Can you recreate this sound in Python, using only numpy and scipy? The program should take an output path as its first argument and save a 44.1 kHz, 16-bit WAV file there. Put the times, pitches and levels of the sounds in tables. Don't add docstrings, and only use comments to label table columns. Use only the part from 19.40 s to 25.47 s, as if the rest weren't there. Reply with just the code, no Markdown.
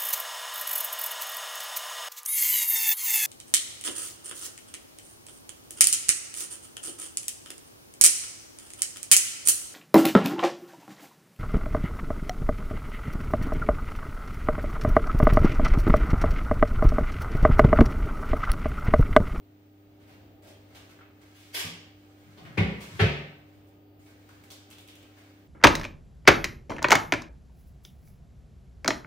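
import sys
import numpy as np
from scipy import signal
from scipy.fft import rfft, irfft
from scipy.io import wavfile
from scipy.ndimage import uniform_filter1d

SR = 44100
rng = np.random.default_rng(int(sys.argv[2]) if len(sys.argv) > 2 else 0)


def int16_out(signal):
    q = np.round(np.clip(np.atleast_2d(signal).T, -1, 1) * 32767)
    wavfile.write(sys.argv[1], SR, q.astype(np.int16))


def undo_db(level):
    steps = np.asarray(level, float) / 20
    return 10 ** steps


N = 267876


def evened(x):
    return x / np.sqrt(np.mean(x ** 2) + 1e-20)


def read(points, hz):
    f, value = np.transpose(points)
    return np.interp(np.log(hz + 1), np.log(f + 1), value)


def add(mix, start_s, sound):
    part = mix[..., round(start_s * SR):][..., :sound.shape[-1]]
    part += sound[..., :part.shape[-1]]


def coloured(x, tone):
    level_db = read(tone, abs(np.fft.fftfreq(4096, 1 / SR)))
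    log_gain = np.log(undo_db(np.maximum(level_db, -100)))
    taps = np.fft.ifft(np.exp(np.conj(signal.hilbert(log_gain)))).real[:3072]
    return evened(signal.oaconvolve(x, taps)[:len(x)])


def grit(count, per_s, spread_db):
    chance, size, sign = rng.random((count, 3)).T
    clicks = undo_db(-spread_db * np.log(size + 0.0067)) * np.sign(sign - 0.5)
    return (chance < per_s / SR) * clicks


def burst(shape, per_s, spread_db):
    z = rfft(np.pad(grit(len(shape), per_s, spread_db) * shape, (128, 3072)))
    smooth = uniform_filter1d(abs(z) ** 2, size=len(z) // 90)
    return irfft(z / np.sqrt(smooth + 1e-12))


def stroke(rows, x, rise_db_s, fall_db_s):
    full_s, held_s, level_db = np.transpose(rows)[:, :, None]
    t = np.arange(N) / SR
    rise_db = rise_db_s * np.maximum(full_s - t, 0)
    fall_db = fall_db_s * np.maximum(t - full_s - held_s, 0)
    return x * undo_db((level_db - rise_db - fall_db).max(0))


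def wander(hz):
    t = np.arange(0, N + 256, 256) / SR
    slow = sum(np.sin(2 * np.pi * (f * t + rng.random())) / np.sqrt(f)
               for f in np.geomspace(hz / 20, hz, num=20))
    return np.interp(np.arange(N) / SR, t, evened(slow))


# pitch_hz, correlation
LIKENESS = [(40, 0.83), (70, 0.69), (130, 0.93), (290, 0.8), (640, 0.45), (1410, -0.16), (3100, 0.01),
            (15000, -0.056)]


def spread(a, b):
    same = np.clip(read(LIKENESS, np.fft.rfftfreq(len(a), 1 / SR)), -1, 1)
    near = np.sqrt((1 + same) / 2) * rfft(a)
    apart = np.sqrt((1 - same) / 2) * rfft(b)
    return irfft(np.array([near + apart, near - apart]), len(a))


# multiple, level_db
HUM_PARTIALS = [(1, -59.5), (2, -82), (3, -60), (4, -70.5)]
# pitch_hz, width_hz, level_db
FAN_LINES = [(269, 2.6, -69.5), (580, 0.66, -70), (774, 7.4, -72), (1240, 24, -78.5), (4650, 5.5, -91),
             (14120, 65, -94), (15100, 160, -80), (14900, 570, -75.5)]
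# pitch_hz, density_db_per_hz
FAN_TONE = [(12, -60), (30, -31), (50, -9), (70, -5.5), (130, -13), (250, -10), (400, -12.5), (780, -18),
            (1030, -28), (3050, -30.5), (6000, -43), (11000, -50.5), (14300, -37), (15900, -38)]


def appliances():
    mains_hz = 99.83 * (1 + 0.00207 * wander(0.895))
    turns = np.cumsum(mains_hz) / SR
    hum = np.zeros(N)
    for k, db in HUM_PARTIALS:
        level = undo_db(db + 0.86 * wander(8.2)) * np.sqrt(2)
        hum += level * np.sin(2 * np.pi * (k * turns + rng.random()))
    hz = np.fft.rfftfreq(N, 1 / SR)
    lines = sum(undo_db(db) * np.sqrt(SR / np.pi / width_hz) / (1 + (2 * (hz - f) / width_hz) ** 2)
                for f, width_hz, db in FAN_LINES)
    whine = spread(*irfft(lines * rfft(rng.standard_normal((2, N))), N))
    air = spread(*[coloured(v, FAN_TONE) for v in rng.standard_normal((2, N))])
    return hum + whine + air * undo_db(-60 + 1.5 * wander(4.3))


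# pitch_hz, t60_s
KITCHEN_DECAY = [(60, 0.77), (250, 0.57), (700, 0.69), (2000, 0.66), (4000, 0.64), (7700, 0.5),
                 (11000, 0.33), (16000, 0.31)]


def echoes():
    taps = np.zeros((2, SR))
    at = np.arange(0, SR - 16, 16) + rng.integers(0, 16, (2, (SR - 1) // 16))
    np.put_along_axis(taps, at, rng.choice([-1., 1.], at.shape), 1)
    hz, t, z = signal.stft(taps, SR, nperseg=256)
    decay = undo_db(-60 * t / read(KITCHEN_DECAY, hz)[:, None])
    tail = signal.istft(z * decay, SR, nperseg=256)[1][:, :SR]
    t = np.arange(SR) / SR
    early = 1 + 0.39 * undo_db(-60 * t / 0.037)
    tail = spread(*tail) * np.minimum(0.9 + t / 0.011, 1) * early
    return tail / np.linalg.norm(tail[0])


def kitchen(x):
    turn = 2 * np.pi * 5.0 * np.arange(N) / SR
    share = [np.sqrt(2 / 3) * np.cos(turn + k * np.pi / 3) for k in range(3)]
    return sum(signal.fftconvolve((x * w)[None], echoes(), axes=1)[:, :N] for w in share)


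# full_s, held_s, level_db
RUSTLE = [(0.01, 0.64, -72), (.75, .05, -67.5), (1.37, .03, -57.5), (1.87, 0.06, -59.5), (2.12, .01, -57.5),
          (2.42, 0.025, -64), (2.6, 0.18, -64.5), (2.83, 0.86, -60), (3.5, 0.072, -48), (3.9, 0.31, -69),
          (4.82, 1.1, -62)]
# pitch_hz, density_db_per_hz
RUSTLE_TONE = [(530, -42), (900, -7.5), (1530, -2.5), (2010, -3.5), (2650, -6), (7270, -14), (15900, -22)]


def rustle():
    cloth = coloured(grit(N, 5000, 4.5), RUSTLE_TONE) * undo_db(-3.5)
    return stroke(RUSTLE, cloth, rise_db_s=75, fall_db_s=70)


def scuff(start_s, level_db, low_db, treble_db, length_s, ring_hz, skirt_db):
    count = round(np.clip(length_s, 0.002, 0.3) * SR)
    tone = [(150, low_db - 5.5), (600, low_db + 7),
            (ring_hz * 0.54, skirt_db), (ring_hz, 0), (ring_hz * 1.44, skirt_db),
            (7500, treble_db - 4.5), (15900, treble_db - 8.0)]
    u = np.arange(count) / count
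    rub = burst(np.minimum(u / 0.039, 1) * np.sqrt(1 - u), 9000, 1.3)
    energy = np.sqrt(0.028 * SR / len(rub) + count / len(rub))
    return start_s - 0.005, undo_db(level_db - 5.5) * energy * coloured(rub, tone)


# start_s, level_db, low_db, treble_db, length_s
SCUFFS = [(0.599, -60.5, -3, -10.5, 0.065), (0.673, -56, -8, -11, 0.087), (1.021, -51, 6.5, -6, 0.11),
          (1.4934, -53.5, -11, -8, 0.03), (1.8148, -55, -6, -8.5, 0.017), (3.052, -47, -5.5, -24, 0.039),
          (4.1255, -70, -11, -7, 0.076), (4.27, -68, -11, 6, 0.025), (4.591, -63, -7, 0, 0.14),
          (4.6563, -57, -6, -8.5, 0.075), (5.7677, -54, -2, -10.5, 0.045)]
# start_s, level_db, low_db, treble_db, length_s
SLIDES = [(1.0705, -54, -22, -4, 0.048), (1.349, -47, -5.5, -6.5, 0.029), (1.945, -54.5, -23, -4, 0.19),
          (2.976, -47, 3.5, -15, 0.022), (3.4053, -42, -3.5, -4.5, 0.046)]


def rubs(dry):
    for rows, ring_hz in ((SCUFFS, 1980), (SLIDES, 3000)):
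        for row in rows:
            add(dry, *scuff(*row, ring_hz, skirt_db=-4.5))


# start_s, level_db, low_db, treble_db, ring_hz
TICKS = [(1.03, -57, -4, -27, 680), (1.106, -59, -2, -25, 720), (3.054, -47, -8, -27, 1500),
         (1.591, -52, -16, -29, 1390), (1.6108, -55.5, -29, -39, 1400), (1.616, -54.5, -15, -34, 2360),
         (4.892, -51, -10, -15, 1480), (5.0397, -53, -16, -5.5, 2070), (5.1054, -45.5, -20, -5.5, 3520),
         (5.1105, -47, -22, -22, 5170), (5.1181, -45, -5.5, 2, 3460), (5.3044, -51, -15, 2, 2750),
         (5.313, -47.5, -15, -8, 2950), (5.328, -51.5, -21, -13, 3400), (5.386, -49, -16, -9, 3280),
         (5.409, -56.5, -3, 10, 2800), (5.478, -52, -25, -2, 3000), (5.4871, -48.5, -35, -12, 3220),
         (5.4998, -53, -40, -10, 3000), (5.556, -52.5, -32, -4, 3040), (5.6294, -52.5, 0, -8.5, 2970)]


def ticks(dry, near):
    for *row, ring_hz in TICKS:
        start_s, tick = scuff(*row, 0.003, ring_hz, skirt_db=-10)
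        add(dry, start_s, tick)
        add(near, start_s, undo_db(-18) * tick)


# start_s, level_db, pitch_hz, length_s
SQUEAKS = [(1.13, -63, 3150, .055), (1.604, -53, 1380, .026), (4.3, -84, 4630, .36),
           (5.104, -51, 3400, .016)]


def squeaks(near):
    for start_s, level_db, pitch_hz, length_s in SQUEAKS:
        t = np.arange(round(length_s * SR)) / SR
        waver = 0.74 * np.sin(2 * np.pi * 40 * t)
        add(near, start_s, undo_db(level_db) * np.hanning(len(t)) * np.sin(2 * np.pi * pitch_hz * t + waver))


# full_s, held_s, level_db
DRAG = [
    (2.146, 0.0055, -27.5),
    (2.16, .045, -32.5),
]
# pitch_hz, density_db_per_hz
DRAG_TONE = [(180, -30), (400, -9.5), (700, -13), (1200, -14), (1800, -6.5), (2500, -3.5), (3100, -1),
             (3900, -10), (5000, -6.5), (6200, -11.5), (9000, -13), (12400, -12), (15900, -20)]


def drag():
    return stroke(DRAG, coloured(grit(N, 6000, 2.9), DRAG_TONE), rise_db_s=1508, fall_db_s=606)


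# full_s, held_s, level_db
SWING = [
    (2.85, 0.088, -56.5),
    (3.022, 0.0083, -45),
    (3.135, 0.012, -49.5),
    (3.54, 0.011, -46),
]
# pitch_hz, density_db_per_hz
SWING_TONE = [(30, -38), (60, -30), (100, -1), (140, -3), (220, -11), (400, -31), (1300, -29), (2500, -82)]


def swing():
    rub = coloured(rng.standard_normal(N), SWING_TONE)
    return stroke(SWING, rub, rise_db_s=310, fall_db_s=130)


def crack(start_s, level_db, rattle_s, tone):
    u = np.arange(round(0.12 * SR)) / SR / rattle_s
    chatter = burst(u ** 1.26 * np.exp(-4 * u), 12000, 0.6)
    return start_s - 0.003, undo_db(level_db) * coloured(chatter, tone) * 0.18


def boom(pitch_hz, level_db, held_s, crest_s):
    t = np.arange(round(0.4 * SR)) / SR
    shape = np.minimum(t / crest_s, 1) ** 2.4 * undo_db(-60 * np.maximum(t - held_s, 0) / 0.054)
    return undo_db(level_db) * shape * np.cos(2 * np.pi * pitch_hz * (t - crest_s))


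def rings(modes):
    t, out = np.arange(SR) / SR, np.zeros((2, SR))
    for hz, level_db, t60_s in modes:
        start, side, beat = rng.random(3)
        rise_s = 0.063 * t60_s * (0.47 + 0.52 / (1 + hz / 450))
        angle = np.arccos(np.clip(read(LIKENESS, hz), -1, 1))
        apart = 0.54 * side * angle * np.array([[1], [-1]])
        mode = np.sin(2 * np.pi * (hz * t + start) + apart)
        neighbour = 0.35 * np.sin(2 * np.pi * (hz + 8 + 14 * beat) * t - apart)
        shape = undo_db(level_db - 60 * t / t60_s) * (1 - np.exp(-t / rise_s))
        out += shape * 1.76 * (mode + neighbour)
    return out


# start_s, crack_db, rattle_s, boom_db, boom_held_s
BLOWS = [
    (2.238, -39.5, 0.0092, -43.5, 0.037),
    (3.172, -16.5, 0.019, -19, 0.06),
    (3.591, -14, 0.031, -16, 0.064),
]
# pitch_hz, density_db_per_hz
CRACK_TONES = [
    [(40, -24), (166, -2), (700, -17.5), (1200, -12), (2000, -61), (3300, -100)],
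    [(40, -46), (100, -8.5), (200, -20), (400, -17), (700, -28), (1100, -29.5), (1600, -32), (2100, -21.5),
     (2600, -26), (3100, -32), (4500, -40.5), (7000, -54), (15900, -64)],
    [(40, -25), (100, -13.5), (260, -18), (430, -14.5), (800, -23), (1050, -27), (1400, -21.5), (1750, -19),
     (2500, -18.5), (3200, -23.5), (5000, -35), (8000, -49.5), (15900, -56)],
]
# pitch_hz, level_db, t60_s
KNOCK_RINGS = [(167, -41.5, 0.4), (244.5, -48.5, 0.38), (1210, -46.5, 0.19)]
FIRST_RINGS = [(69, -27.5, 0.49), (171.3, -24.5, 0.49), (201.6, -27.5, 0.6), (368, -38, 0.64),
               (404, -37, 0.6), (573, -43, 0.34), (795, -45.5, 0.53), (865, -49, 0.35), (1467, -47, 0.46),
               (1820, -45.5, 0.44), (2019, -41, 0.42), (2070, -39, 0.21), (2420, -31, 0.085),
               (2670, -33, 0.081)]
SECOND_RINGS = [(68.3, -27.5, 0.48), (145, -25.5, 0.65), (167.3, -27, 0.48), (240, -33.5, 0.46),
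                (365.6, -31, 0.49), (433, -26.5, 0.39), (567, -41, 0.48), (690, -37.5, 0.41),
                (784, -30, 0.15), (1367, -31.5, 0.17), (1724, -31, 0.29), (1750, -34, 0.19),
                (1900, -42, 0.24), (2196, -46, 0.61)]


def blows(dry, near):
    all_rings = (KNOCK_RINGS, FIRST_RINGS, SECOND_RINGS)
    for (start_s, crack_db, rattle_s, boom_db, held_s), tone, modes in zip(BLOWS, CRACK_TONES, all_rings):
        add(dry, *crack(start_s, crack_db, rattle_s, tone))
        crest_s = 0.013 + 0.45 * rattle_s
        add(near, start_s, boom(101.8, boom_db, held_s, crest_s))
        add(near, start_s + 0.004, rings(modes))


def scene():
    near = np.zeros((2, N))
    dry = rustle() + drag() + swing()
    rubs(dry)
    ticks(dry, near)
    squeaks(near)
    blows(dry, near)
    return kitchen(dry) + undo_db(-13) * dry + near + appliances()


def top_cut(x):
    return signal.sosfilt(signal.butter(12, 16020, fs=SR, output="sos"), x)


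def record(dry):
    thin = signal.sosfilt(signal.butter(2, 54, "high", fs=SR, output="sos"), dry)
    low_pass = signal.firwin(2047, 15800, window=("kaiser", 9), fs=SR)
    limited = signal.oaconvolve(thin, low_pass[None], "same")
    return top_cut(limited)


dry = scene()
out = record(dry)
int16_out(out)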